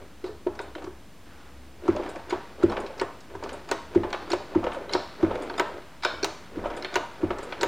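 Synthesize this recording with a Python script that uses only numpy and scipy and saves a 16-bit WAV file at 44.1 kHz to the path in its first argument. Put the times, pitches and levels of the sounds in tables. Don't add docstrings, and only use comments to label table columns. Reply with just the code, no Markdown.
import sys
import numpy as np
from scipy import signal
from scipy.fft import rfft, irfft
from scipy.io import wavfile

SR = 44100
rng = np.random.default_rng(int(sys.argv[2]) if len(sys.argv) > 2 else 0)


def gain_from_db(level_db):
    decades = np.asarray(level_db, float) / 20
    return 10 ** decades


def inscribe(sig):
    pcm = np.round(np.clip(np.atleast_2d(sig).T, -1, 1) * 32767)
    wavfile.write(sys.argv[1], SR, pcm.astype(np.int16))


N = 338247
RING = np.arange(SR // 3) / SR

# (frequency [Hz], level [dB], t60 [s])
FRAME = [(290.2, 8.5, 0.34), (359, 17, 0.085), (404, 16.5, 0.068)]
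UPPER = [(490.5, -3, 0.4), (536, -0.5, 0.22), (548.5, -3.5, 0.17), (595, -3, 0.073), (631.5, -5.5, 0.061)]
BENCH = [(94.7, 3, 0.32), (161.7, -5, 0.27), (204.3, -2, 0.34), (217.5, 1.5, 0.39)]
BODY = [(714, 2, 0.97), (795, 9.5, 0.035), (912, -7, 0.63), (945, 3, 0.56), (936, 2.5, 0.12),
        (1132, 0.5, 0.28), (1136, -16, 0.16), (1222, -10, 0.19), (1287, -0.5, 0.064), (1325, 1, 0.078)]
LINKS = [(1478, 10, 0.054), (1506, 5, 0.16), (1601, 5.5, 0.061), (1738, 7.5, 0.073), (2034, 10.5, 0.03),
         (2225, 2.5, 0.1), (2395, -1.5, 0.25), (2854, 0, 0.026), (3420, -27, .2)]
PINS = [(3470, -82, .2), (3870, 23.5, 0.47), (4200, 17, 0.025), (4760, 14, 0.17), (4600, -12, .15),
        (4900, -14, 0.13), (5700, -1, .12)]


def fade(t60_s):
    return np.exp(-np.log(1000) * RING / max(t60_s, 0.005))


def ringing(modes, stretch=1):
    return np.array([gain_from_db(db) * fade(t60_s) * np.exp(2j * np.pi * hz * stretch * RING)
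                     for hz, db, t60_s in modes])


def spots(count, modes):
    chance = rng.random((count, 2 * len(modes)))
    return gain_from_db(5.9 * chance[:, ::2]) * np.exp(2j * np.pi * chance[:, 1::2])


def band(x, lo_hz, hi_hz, order=2):
    edges_hz = [lo_hz, min(hi_hz, SR * 0.45)]
    return signal.sosfilt(signal.butter(order, edges_hz, "bandpass", fs=SR, output="sos"), x)


def colour(x, points):
    hz, db = np.transpose(points)
    f_hz = np.fft.rfftfreq(len(x), 1 / SR) + 1
    y = irfft(rfft(x) * gain_from_db(np.interp(np.log(f_hz), np.log(hz), db)), len(x))
    return y / y.std()


def push(x, ms):
    return signal.fftconvolve(x, np.sin(np.linspace(0, np.pi, int(ms * SR / 1000) + 3)))[:len(x)]


def onset(rise_s):
    return np.minimum(RING / rise_s, 1)


def add(out, start_s, sound, peak_db):
    rows = np.broadcast_to(sound, (len(start_s), len(RING)))
    for start, row, db in zip(start_s, rows, peak_db):
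        i = int(start * SR)
        out[i:i + len(row)] += (row * gain_from_db(db) / np.abs(row).max())[:len(out) - i]


def thuds():
    # (time [s], level [dB], pitch [Hz], bench rocking [dB])
    foot = [
        (1.888, -12, 328, -43),
        (2.638, -9, 329.4, -39),
        (3.353, -33.5, 378, -52),
        (3.9604, -10, 335, -42),
        (4.559, -12.5, 309, -41),
        (5.2322, -12.5, 315.5, -39),
        (6.571, -26.5, 290, -38.5),
        (7.234, -16, 305, -39),
    ]
    # (time [s], level [dB], pitch [Hz], upper modes [dB])
    head = [(0.241, -24.5, 358, -0.5), (0.466, -17.5, 352, 6.5), (0.6, -30.5, 398, 7),
            (0.758, -33, 304, 12.5), (2.325, -19.5, 354, -0.5), (3.015, -21, 376, 12.5),
            (3.715, -23.5, 383, 10), (4.332, -19.5, 353.4, 9.5), (4.949, -18, 359, 11),
            (5.599, -19, 365, 8.5), (6.051, -27.5, 355, 17), (6.232, -21.5, 388, -4), (6.959, -21, 369, 11),
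            (7.631, -18.5, 396, 7)]
    # (time [s], level [dB], pitch [Hz], upper modes [dB])
    shifts = [(0.293, -30, 414, -16), (0.839, -34, 320, -15), (0.874, -29.5, 356, -16),
              (1.834, -35, 340, -15), (1.858, -35, 337, -19), (1.953, -29.5, 325, 15),
              (1.997, -25.5, 344, 13), (2.16, -34.5, 311, 17), (2.713, -42, 318, 30),
              (3.442, -32, 389, -12), (4.046, -26, 347, 10.5), (4.14, -32.5, 346, 18.5),
              (4.311, -25, 332, 1), (4.642, -27.5, 317, 16), (4.669, -31, 390, 21), (4.766, -36, 434, 23),
              (5.303, -32, 404, 17.5), (5.343, -36.5, 353, 24), (6.654, -32.5, 322, 21.5),
              (6.702, -39.5, 318, 23), (6.846, -33.5, 363, 14), (7.306, -25.5, 344, 14),
              (7.523, -35, 345, 14.5)]
    out, upper = np.zeros(N), ringing(UPPER)
    boom = band(push(-ringing(BENCH).imag.sum(axis=0), ms=2.4), 52, 350)
    landings = [(s, db, hz, -2.5) for s, db, hz, _ in foot]
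    for blows, boom_db in ((landings, -20), (head, -27.5), (shifts, -25)):
        s, db, pitch_hz, upper_db = np.transpose(blows)
        frame = []
        for hz in pitch_hz:
            modes = -ringing(FRAME, hz / 347).imag.sum(axis=0)
            frame.append(band(push(modes, ms=2.895), 0.942 * hz, 1.374 * hz, order=3))
        add(out, s - 0.003, frame * (fade(0.025) + 0.25), db + 1.5)
        top = (spots(len(s), UPPER) @ upper).imag * onset(0.0024) * (fade(0.13) + 0.043)
        add(out, s, band(top, 510, 1060), db + upper_db - 13)
        add(out, s, boom, db + boom_db + 6)
    s, db, hz, sway_db = np.transpose(foot)
    kick = -np.sin(2 * np.pi * hz[:, None] * RING) * onset(0.0023) * fade(0.025)
    add(out, s - 0.0021, kick, db - 7)
    sway = np.sin(2 * np.pi * 33 * RING) * onset(0.1) * fade(1.0) * np.cos(np.pi * RING / RING[-1] / 2)
    add(out, s, sway, sway_db - 1)
    return out


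def clacks():
    # (time [s], level [dB], body [dB], treble [dB])
    socket = [(0.5908, -32.5, -3.5, -10), (0.751, -33, -10, -12), (2.305, -30, -7, -6),
              (2.631, -32.5, -2, -8), (2.767, -27, -3.5, -38), (2.8637, -37.5, -4, -5),
              (2.9966, -29, -12, -7), (3.013, -27, -0.5, -14), (3.6885, -35.5, -2, -7),
              (3.9545, -35, -16, -11), (4.1287, -22, -7, -20), (4.3174, -27, -17, -3),
              (4.331, -24.5, 0, -11), (4.629, -47, 10, -15), (4.6405, -33.5, 3, -8), (4.7178, -31, -4, -21),
              (4.8936, -39.5, -1, -12), (4.9342, -31, -3, 6.5), (5.2472, -37, -30, -19),
              (5.4984, -38, 3.5, -19), (6.2286, -29, -9, -1), (6.701, -35, 2, -21),
              (6.8244, -31.5, -14, -11), (6.8461, -21, -14.5, -32), (6.941, -27.5, -9, -10),
              (7.3046, -27.5, 1, -32), (7.523, -25.5, -8.5, -34), (7.6103, -32.5, 1.5, 4)]
    slack = [(0.4675, -37, -8, -17), (0.552, -46, -12, -5), (0.779, -41, -4, -23), (0.8199, -40, -1, -15),
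             (0.8412, -41.5, 0, -4.5), (0.8646, -51.5, 12, -19), (1.879, -38.5, 10, -5),
             (1.9, -45, -10, -13), (2.061, -36, -2, -18), (3.265, -63, -8, 0), (3.3, -45, -14, -15),
             (1.9629, -33, 3.5, -10), (2.158, -36.5, -4, -10), (2.193, -41.5, 2.5, -25),
             (2.625, -39.5, 8.5, -10), (2.977, -56, 11, 10), (3.204, -53.5, -12, 7), (3.35, -47, 6, -6),
             (3.4243, -43.5, 8, -12), (3.437, -32, -21, -8), (3.4576, -47, 11.5, -20),
             (3.4913, -31.5, -21, -10.5), (3.948, -37, 5, -8), (4.103, -36, -9, -9),
             (4.1457, -33.5, 3.5, -19), (4.5478, -46, 16, -4), (4.913, -56, -5, 2), (5.227, -41, 10.5, -8),
             (5.3535, -32, -14, -14), (5.5388, -44, 4, -16), (7.228, -49.5, 12.5, -9),
             (7.384, -39.5, 2.5, -3.5)]
    skids = [(0.2399, -42, -0.5, -5), (0.2598, -48.5, 6.5, 3.5), (1.9944, -44, -6, -5), (2.032, -40, 0, -5),
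             (2.325, -36, 10, -38), (2.7168, -35.5, 7.5, -6), (4.033, -35.5, 6.5, -26),
             (4.575, -50, -17, -22), (4.6656, -28.5, -1.5, -34), (4.9474, -28, 3.5, -31),
             (5.308, -38, 6.5, -22), (6.023, -34, -12, -5), (6.0338, -27.5, -6, -0.5),
             (6.639, -49, 16, -15), (6.6543, -33, 0.5, -25), (6.733, -38, -21, -22), (6.924, -38, -2, -6),
             (7.2497, -47, -18, -17)]
    valve = [(0.612, -54, -17, 9), (2.0894, -45.5, -3, 3.5), (2.297, -42, -11, -11), (2.697, -39, 2, -9),
             (2.8014, -41, -11, -6), (3.5291, -43.5, -2, 0), (4.302, -31, -1.5, -15), (4.73, -38, -2, -9),
             (4.7445, -34.5, -2, -13), (4.9274, -29, -12, -20), (5.4208, -38, -5, -4),
             (5.5805, -28.5, 0, -10), (6.7692, -35, -3.5, -6), (7.4283, -44.5, -5, 3)]
    slams = [
        (3.713, -18, -8.5, -11.5),
        (5.596, -14.5, -6, -19),
        (6.0488, -15, -8, -24),
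        (6.2441, -20.5, -7, -5),
        (6.956, -15.5, -8, -14.5),
        (7.631, -16, -7, -15.5),
    ]
    # (pitch [Hz], fade t60 [s], tick [dB])
    contact = [
        (4130, 0.069, 12),
        (5030, 0.049, 12),
        (4150, 0.11, -13),
        (7770, 0.093, 2),
        (5230, 0.063, 10),
    ]
    out, body, links, pins = np.zeros(N), ringing(BODY), ringing(LINKS), ringing(PINS)
    for blows, (hz, t60_s, tick_db) in zip((socket, slack, skids, valve, slams), contact):
        s, db, body_db, treble_db = np.transpose(blows)
        body_mix, link_mix, pin_mix = (spots(len(s), modes) for modes in (BODY, LINKS, PINS))
        rise = 1 - np.exp(-RING / (0.00042 * gain_from_db(-0.55 * (db[:, None] + 17))))
        noise = rng.standard_normal(rise.shape)
        first = rise * fade(t60_s)
        chatter = noise * (first + 0.026 * rise * fade(0.14))
        damp = rise * (fade(1.62 * t60_s) + 0.015)
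        near = gain_from_db(-25 * np.abs(np.log2(np.transpose(PINS)[0] / hz)))
        add(out, s, (body_mix @ body).imag * damp, db + body_db + 2.5)
        add(out, s, band(chatter, 720, 1340), db + body_db + 4)
        add(out, s, (link_mix @ links).imag * damp * rise, db - 2.5)
        add(out, s, band(chatter, 900, 3430, order=3), db - 2)
        bright_db = db + treble_db
        add(out, s, (pin_mix * near @ pins).imag * first * rise, bright_db - 8)
        add(out, s, band(noise * first, hz / 1.13, hz * 1.19), bright_db - 0.5)
        add(out, s, band(chatter, 3000, 7100, order=3), bright_db - 11.5)
        tick = band((RING == 0) + 0.25 * noise * fade(0.011), hz * 0.54, hz * 1.4, order=3)
        add(out, s + 0.00061, tick, bright_db + tick_db + 5.5 + 0.49 * (db + 10.5))
        add(out, s, band(noise * first, 10700, 22000), bright_db + tick_db - 19.5 + 1.1 * (db + 19.5))
    return out


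def parts():
    # (frequency [Hz], level [dB], t60 [s])
    ball = [(3560, -1, 0.097), (4900, 1, 0.079), (6900, -1, 0.093), (8500, -12, 0.072),
            (9700, -15.5, 0.079), (10200, -22, .05)]
    pivot = [(2210, -7.5, 0.078), (4253, 4, 0.031), (5520, -0.5, 0.025)]
    catch = [(1470, 0, 0.045), (2140, 1, 0.046), (3210, -1, 0.055), (4090, 5.5, 0.024), (5950, -27, 0.043),
             (9750, -29, .06)]
    sleeve = [(1515, -2.5, 0.047), (2460, -12.5, 0.076), (3773, -9.5, 0.051), (5250, -10.5, 0.026)]
    bottle = [(640, -12, 0.15), (944, 1.5, 0.075), (1190, -16, 0.071), (1456, -7, 0.038),
              (1862, -13, 0.081)]
    cap = [(7080, -3, 0.06), (7550, 7.5, 0.061), (8900, 2, 0.054)]
    # (time [s], level [dB], lowest mode [Hz], tilt [dB/octave])
    ball_rings = [(.612, -48, 3560, 8), (2.0894, -43, 3620, 1), (2.297, -31.5, 3510, 1),
                  (2.8014, -43, 3560, 21), (3.5291, -41, 3530, 21), (3.6883, -38, 3500, 1),
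                  (4.302, -28, 3545, 0), (4.9254, -30, 3620, -1), (5.4208, -39, 3480, -4),
                  (5.5785, -27, 3630, -7), (6.765, -40, 3620, 8), (6.941, -33, 3540, 5),
                  (7.4283, -44, 3560, 8)]
    pivot_rings = [(2.3055, -26.5, 2210, -13), (2.697, -35, 2180, 10), (2.9976, -24, 2230, -7),
                   (3.439, -52, 2180, 5), (4.1277, -25, 2260, -10), (4.317, -19.5, 2210, 0),
                   (4.9342, -15, 2205, 1), (6.2326, -17, 2290, 7), (6.8237, -28.5, 2120, -3),
                   (7.384, -44, 2230, 10), (7.611, -23, 2260, 1)]
    catch_rings = [(0.241, -41, 1470, 6), (.7513, -29, 1435, -9), (2.863, -36, 1480, 3),
                   (4.8936, -30, 1420, 6), (4.912, -35, 1470, 7), (5.4968, -33, 1580, 5),
                   (5.5395, -35, 1490, 4), (6.2431, -23, 1464, 4), (6.8461, -23.5, 1515, 1),
                   (7.5234, -32.5, 1536, 3)]
    sleeve_rings = [(.5515, -44, 1515, -6), (.5907, -27.5, 1546, -5), (2.6305, -22, 1380, -13),
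                    (5.4984, -27, 1534, -9), (6.0331, -26, 1410, 6), (6.0488, -11, 1502, 1.5),
                    (6.2325, -25, 1510, -5)]
    bottle_rings = [(.468, -25, 640, -22), (.6, -30, 637, -16), (1.879, -30, 786, -5),
                    (2.327, -26, 650, -21), (3.015, -27, 640, 14), (3.351, -48, 640, -2),
                    (3.715, -24.5, 640, 8), (4.033, -25, 605, -5), (4.333, -27, 631, -20),
                    (4.949, -17, 640, -4), (5.598, -16, 647, 1), (6.247, -22, 646, -11),
                    (6.957, -17, 648, 3), (7.309, -31, 640, -7), (7.632, -17.5, 636, -5)]
    cap_rings = [(2.633, -42, 7080, 0), (2.986, -54, 6900, 0), (3.014, -37.5, 7180, 0.0098),
                 (3.2046, -49, 6340, 0), (4.3332, -38, 6850, 0), (6.667, -52, 6660, 0),
                 (7.384, -44, 7170, 0), (7.616, -34, 7200, 0)]
    bench_rings = [(3.349, -41, 93, -6), (5.235, -30, 93.8, -8), (6.576, -37.5, 95.4, 4),
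                   (7.238, -32.5, 95.3, -7)]
    out, damp = np.zeros(N), onset(0.0016) * (fade(0.047) + 0.15)
    for modes, blows in ((ball, ball_rings), (pivot, pivot_rings), (catch, catch_rings), (sleeve, sleeve_rings),
                         (cap, cap_rings), (bottle, bottle_rings), (BENCH, bench_rings)):
        lowest_hz = modes[0][0]
        octaves = np.log2(np.transpose(modes)[0] / lowest_hz)
        rings = np.array([(gain_from_db(tilt_db * octaves) @ ringing(modes, hz / lowest_hz)).imag
                          for _, _, hz, tilt_db in blows])
        heavy = lowest_hz < 1000
        s, db = np.transpose(blows)[:2]
        add(out, s, rings * (onset(0.0036) if heavy else damp), db)
    return out


def knocks():
    # (time [s], level [dB], pitch [Hz])
    early = [(1.95, -27, 593), (1.967, -20, 600), (1.991, -22.5, 517), (2.151, -26.5, 700)]
    second = [(2.69, -28, 493), (2.713, -24, 660), (2.777, -20, 532), (2.903, -26.5, 532)]
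    third = [(3.349, -30, 987), (3.425, -31, 562), (3.46, -31, 568), (3.539, -24, 568)]
    fifth = [(4.629, -20, 710), (4.644, -23, 560), (4.668, -17, 496), (4.772, -24.5, 536)]
    sixth = [(5.2405, -13.5, 329), (5.312, -17.5, 522), (5.349, -23, 539), (5.386, -31, 640)]
    late = [(6.638, -25, 534), (6.657, -17.5, 573), (6.775, -25, 511), (6.832, -32, 611)]
    out = np.zeros(N)
    s, db, hz = np.transpose(early + second + third + fifth + sixth + late)
    phase = 2 * np.pi * hz[:, None] * RING
    tones = np.sin(phase) + gain_from_db(-5) * np.sin(1.626 * phase) * fade(0.085)
    add(out, s, tones * fade(0.066) * onset(0.001), db - 4)
    return out


def rebounds():
    # (time [s], level [dB])
    jolts = [
        (1.9003, -26),
        (2.6523, -33),
        (3.9764, -27),
        (4.5748, -27),
        (5.2483, -24),
        (6.594, -37),
        (7.2483, -28),
    ]
    out, (s, db) = np.zeros(N), np.transpose(jolts)
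    add(out, s, band(push(-1.0 * (RING == 0), ms=1.57), 90, 1500, order=1), db)
    add(out, s, np.sin(2 * np.pi * 2050 * RING) * fade(0.016), db - 8.5)
    return out


def tube():
    # (time [s], level [dB])
    free = [
        (.592, -56.5),
        (6.05, -41),
        (6.847, -51.5),
    ]
    # (frequency [Hz], level [dB], t60 [s])
    tube_modes = [(1450, 3.5, 0.45), (2300, -2, 1), (3070, -6, 0.69), (3640, 0, 0.56), (4230, -1, 0.39)]
    # (time [s], level [dB])
    shivers = [
        (0.258, -52),
        (4.129, -44),
        (4.319, -43),
        (4.937, -37),
        (6.051, -41),
        (6.849, -55),
    ]
    out, (s, db) = np.zeros(N), np.transpose(free)
    for hz, mode_db, t60_s in tube_modes:
        rough = rng.standard_normal((len(s), len(RING))) * fade(t60_s)
        add(out, s, band(rough, hz / 1.026, hz * 1.026), db + mode_db + 5.5)
    s, db = np.transpose(shivers)
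    noise = rng.standard_normal((len(s), len(RING)))
    low = band(noise * fade(0.92), 3630, 4600)
    high = band(noise * fade(0.65), 5230, 5470)
    add(out, s, low + gain_from_db(-2) * high, db)
    return out


def grains(rate_hz, spread_db):
    size_db = spread_db * np.minimum(rng.exponential(size=N), 3)
    return (rng.random(N) < rate_hz / SR) * gain_from_db(size_db) * rng.choice([-1, 1], size=N)


def looseness(t60_s, column):
    # (start [s], hold [s], rattle [dB], scrape [dB])
    moves = [(0.0, 0.0079, -37.5, -56), (0.272, 0.029, -39.5, -69), (0.567, 0.13, -43.5, -80),
             (0.802, 0.027, -37.5, -63), (1.273, 0.14, -77, -51), (1.86, 0.23, -31, -44),
             (2.305, 0.025, -34, -43.5), (2.62, 0.23, -30.5, -46), (3.002, 0.031, -32, -48),
             (3.33, 0.0096, -35.5, -62), (3.444, 0.092, -33, -44), (3.71, 0.023, -31.5, -46),
             (3.934, 0.17, -36, -50), (4.215, 0.21, -37.5, -45.5), (4.523, 0.33, -35, -47.5),
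             (4.935, 0.013, -26.5, -40), (5.214, 0.23, -31.5, -45), (5.393, 0.21, -33, -47.5),
             (5.58, 0.2, -36, -48.5), (6.127, 0.019, -36, -49), (6.242, 0.014, -33.5, -43.5),
             (6.563, 0.25, -33, -48), (6.945, 0.017, -31, -41), (7.216, 0.21, -34, -52),
             (7.41, 0.13, -35.5, -42.5), (7.624, 0.026, -26.5, -40)]
    gather_s = 0.068
    t_s, power = np.arange(0, N, 64) / SR, 0
    for row in moves:
        rise_db = np.minimum((t_s - row[0]) / gather_s * 20, 0)
        fall_db = 60 / t60_s * np.maximum(t_s - row[0] - row[1], 0)
        power = power + gain_from_db(rise_db - fall_db + row[column]) ** 2
    return np.interp(np.arange(N) / SR, t_s, np.sqrt(power))


def rattle():
    body, links = ringing(BODY).sum(axis=0), ringing(LINKS).sum(axis=0)
    metal = gain_from_db(5.5) * ringing(FRAME).sum(axis=0) + gain_from_db(11) * ringing(UPPER).sum(axis=0) + gain_from_db(-0.5) * body
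    metal = band(metal.imag * fade(0.031), 333, 1340)
    dense = signal.fftconvolve(grains(450, spread_db=-1), metal)[:N]
    grit = signal.fftconvolve(grains(600, spread_db=5), (body + links).imag * fade(0.019))[:N]
    mix = gain_from_db(-6) * dense / dense.std() + gain_from_db(-15.5) * grit / grit.std()
    return mix * looseness(t60_s=0.32, column=2)


def scrape():
    # (frequency [Hz], level [dB])
    spectrum = [(900, 2), (1600, 1), (3000, -5.5), (5000, -11.5), (8000, -29), (14000, -41)]
    slide = grains(2200, spread_db=1.5)
    metal = ringing(LINKS).sum(axis=0) + gain_from_db(-23) * ringing(PINS).sum(axis=0)
    rung = signal.fftconvolve(slide, metal.imag * fade(0.026))[:N]
    mix = colour(slide, spectrum) + gain_from_db(-18) * rung / rung.std()
    return gain_from_db(-4) * mix * looseness(t60_s=2.2, column=3)


def shaken(x):
    buzz = band(rng.standard_normal(N), 28.5, 537)
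    return x * buzz / buzz.std()


def room(x):
    noise = rng.standard_normal((2, len(RING))) * onset(0.00093)
    low = band(noise[0], 406, 1440) * fade(0.49)
    high = band(noise[1], 930, 10000) * fade(0.6)
    tail = low + gain_from_db(-6.5) * high
    return gain_from_db(-19.5) * signal.fftconvolve(x, tail / np.sqrt(np.sum(tail ** 2)) * 3)[:N]


def shop_hum():
    # (frequency [Hz], density [dB/Hz])
    spectrum = [(15, -61), (25, -22), (32, -7), (45, -28), (69, 0.5), (92, -12), (247, -12), (279, -12.5),
                (349, -13.5), (414, -21), (457, -18.5), (3280, -29.5), (9000, -41), (11700, -49),
                (19800, -120)]
    hum_fade_db_per_s = -0.8
    shop = colour(rng.standard_normal(N), spectrum) * gain_from_db(-50.5)
    drift = gain_from_db(hum_fade_db_per_s * (np.arange(N) - N / 2) / SR)
    return shop + band(shop, 40, 114) * (drift - 1)


def scene():
    low, high = thuds(), clacks() + parts() + knocks() + rebounds()
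    echo = room(gain_from_db(-6) * high + gain_from_db(-3) * shaken(high) + gain_from_db(-5.5) * low)
    return np.tile(low + high + tube() + echo + rattle() + scrape() + shop_hum(), (2, 1))


def band_limit(x):
    return signal.sosfilt(signal.butter(12, 16650, fs=SR, output="sos"), x)


def record(dry):
    top_hz, lag_samples, offset = 15830, 0.14, -0.0044
    hiss_points = [(100, 0), (3000, -10), (6000, 1.5), (14000, 0.5), (top_hz, -1), (top_hz + 60, -60)]
    hiss = np.array([colour(rng.standard_normal(N), hiss_points) for _ in dry])
    dry = signal.sosfilt(signal.ellip(8, 0.2, 60, top_hz + 80, fs=SR, output="sos"), dry)
    dry = dry + lag_samples / 2 * np.gradient(dry, axis=1) * np.array([[1], [-1]])
    return band_limit(dry + gain_from_db(-66) * hiss + offset)


dry = scene()
out = record(dry)
inscribe(out)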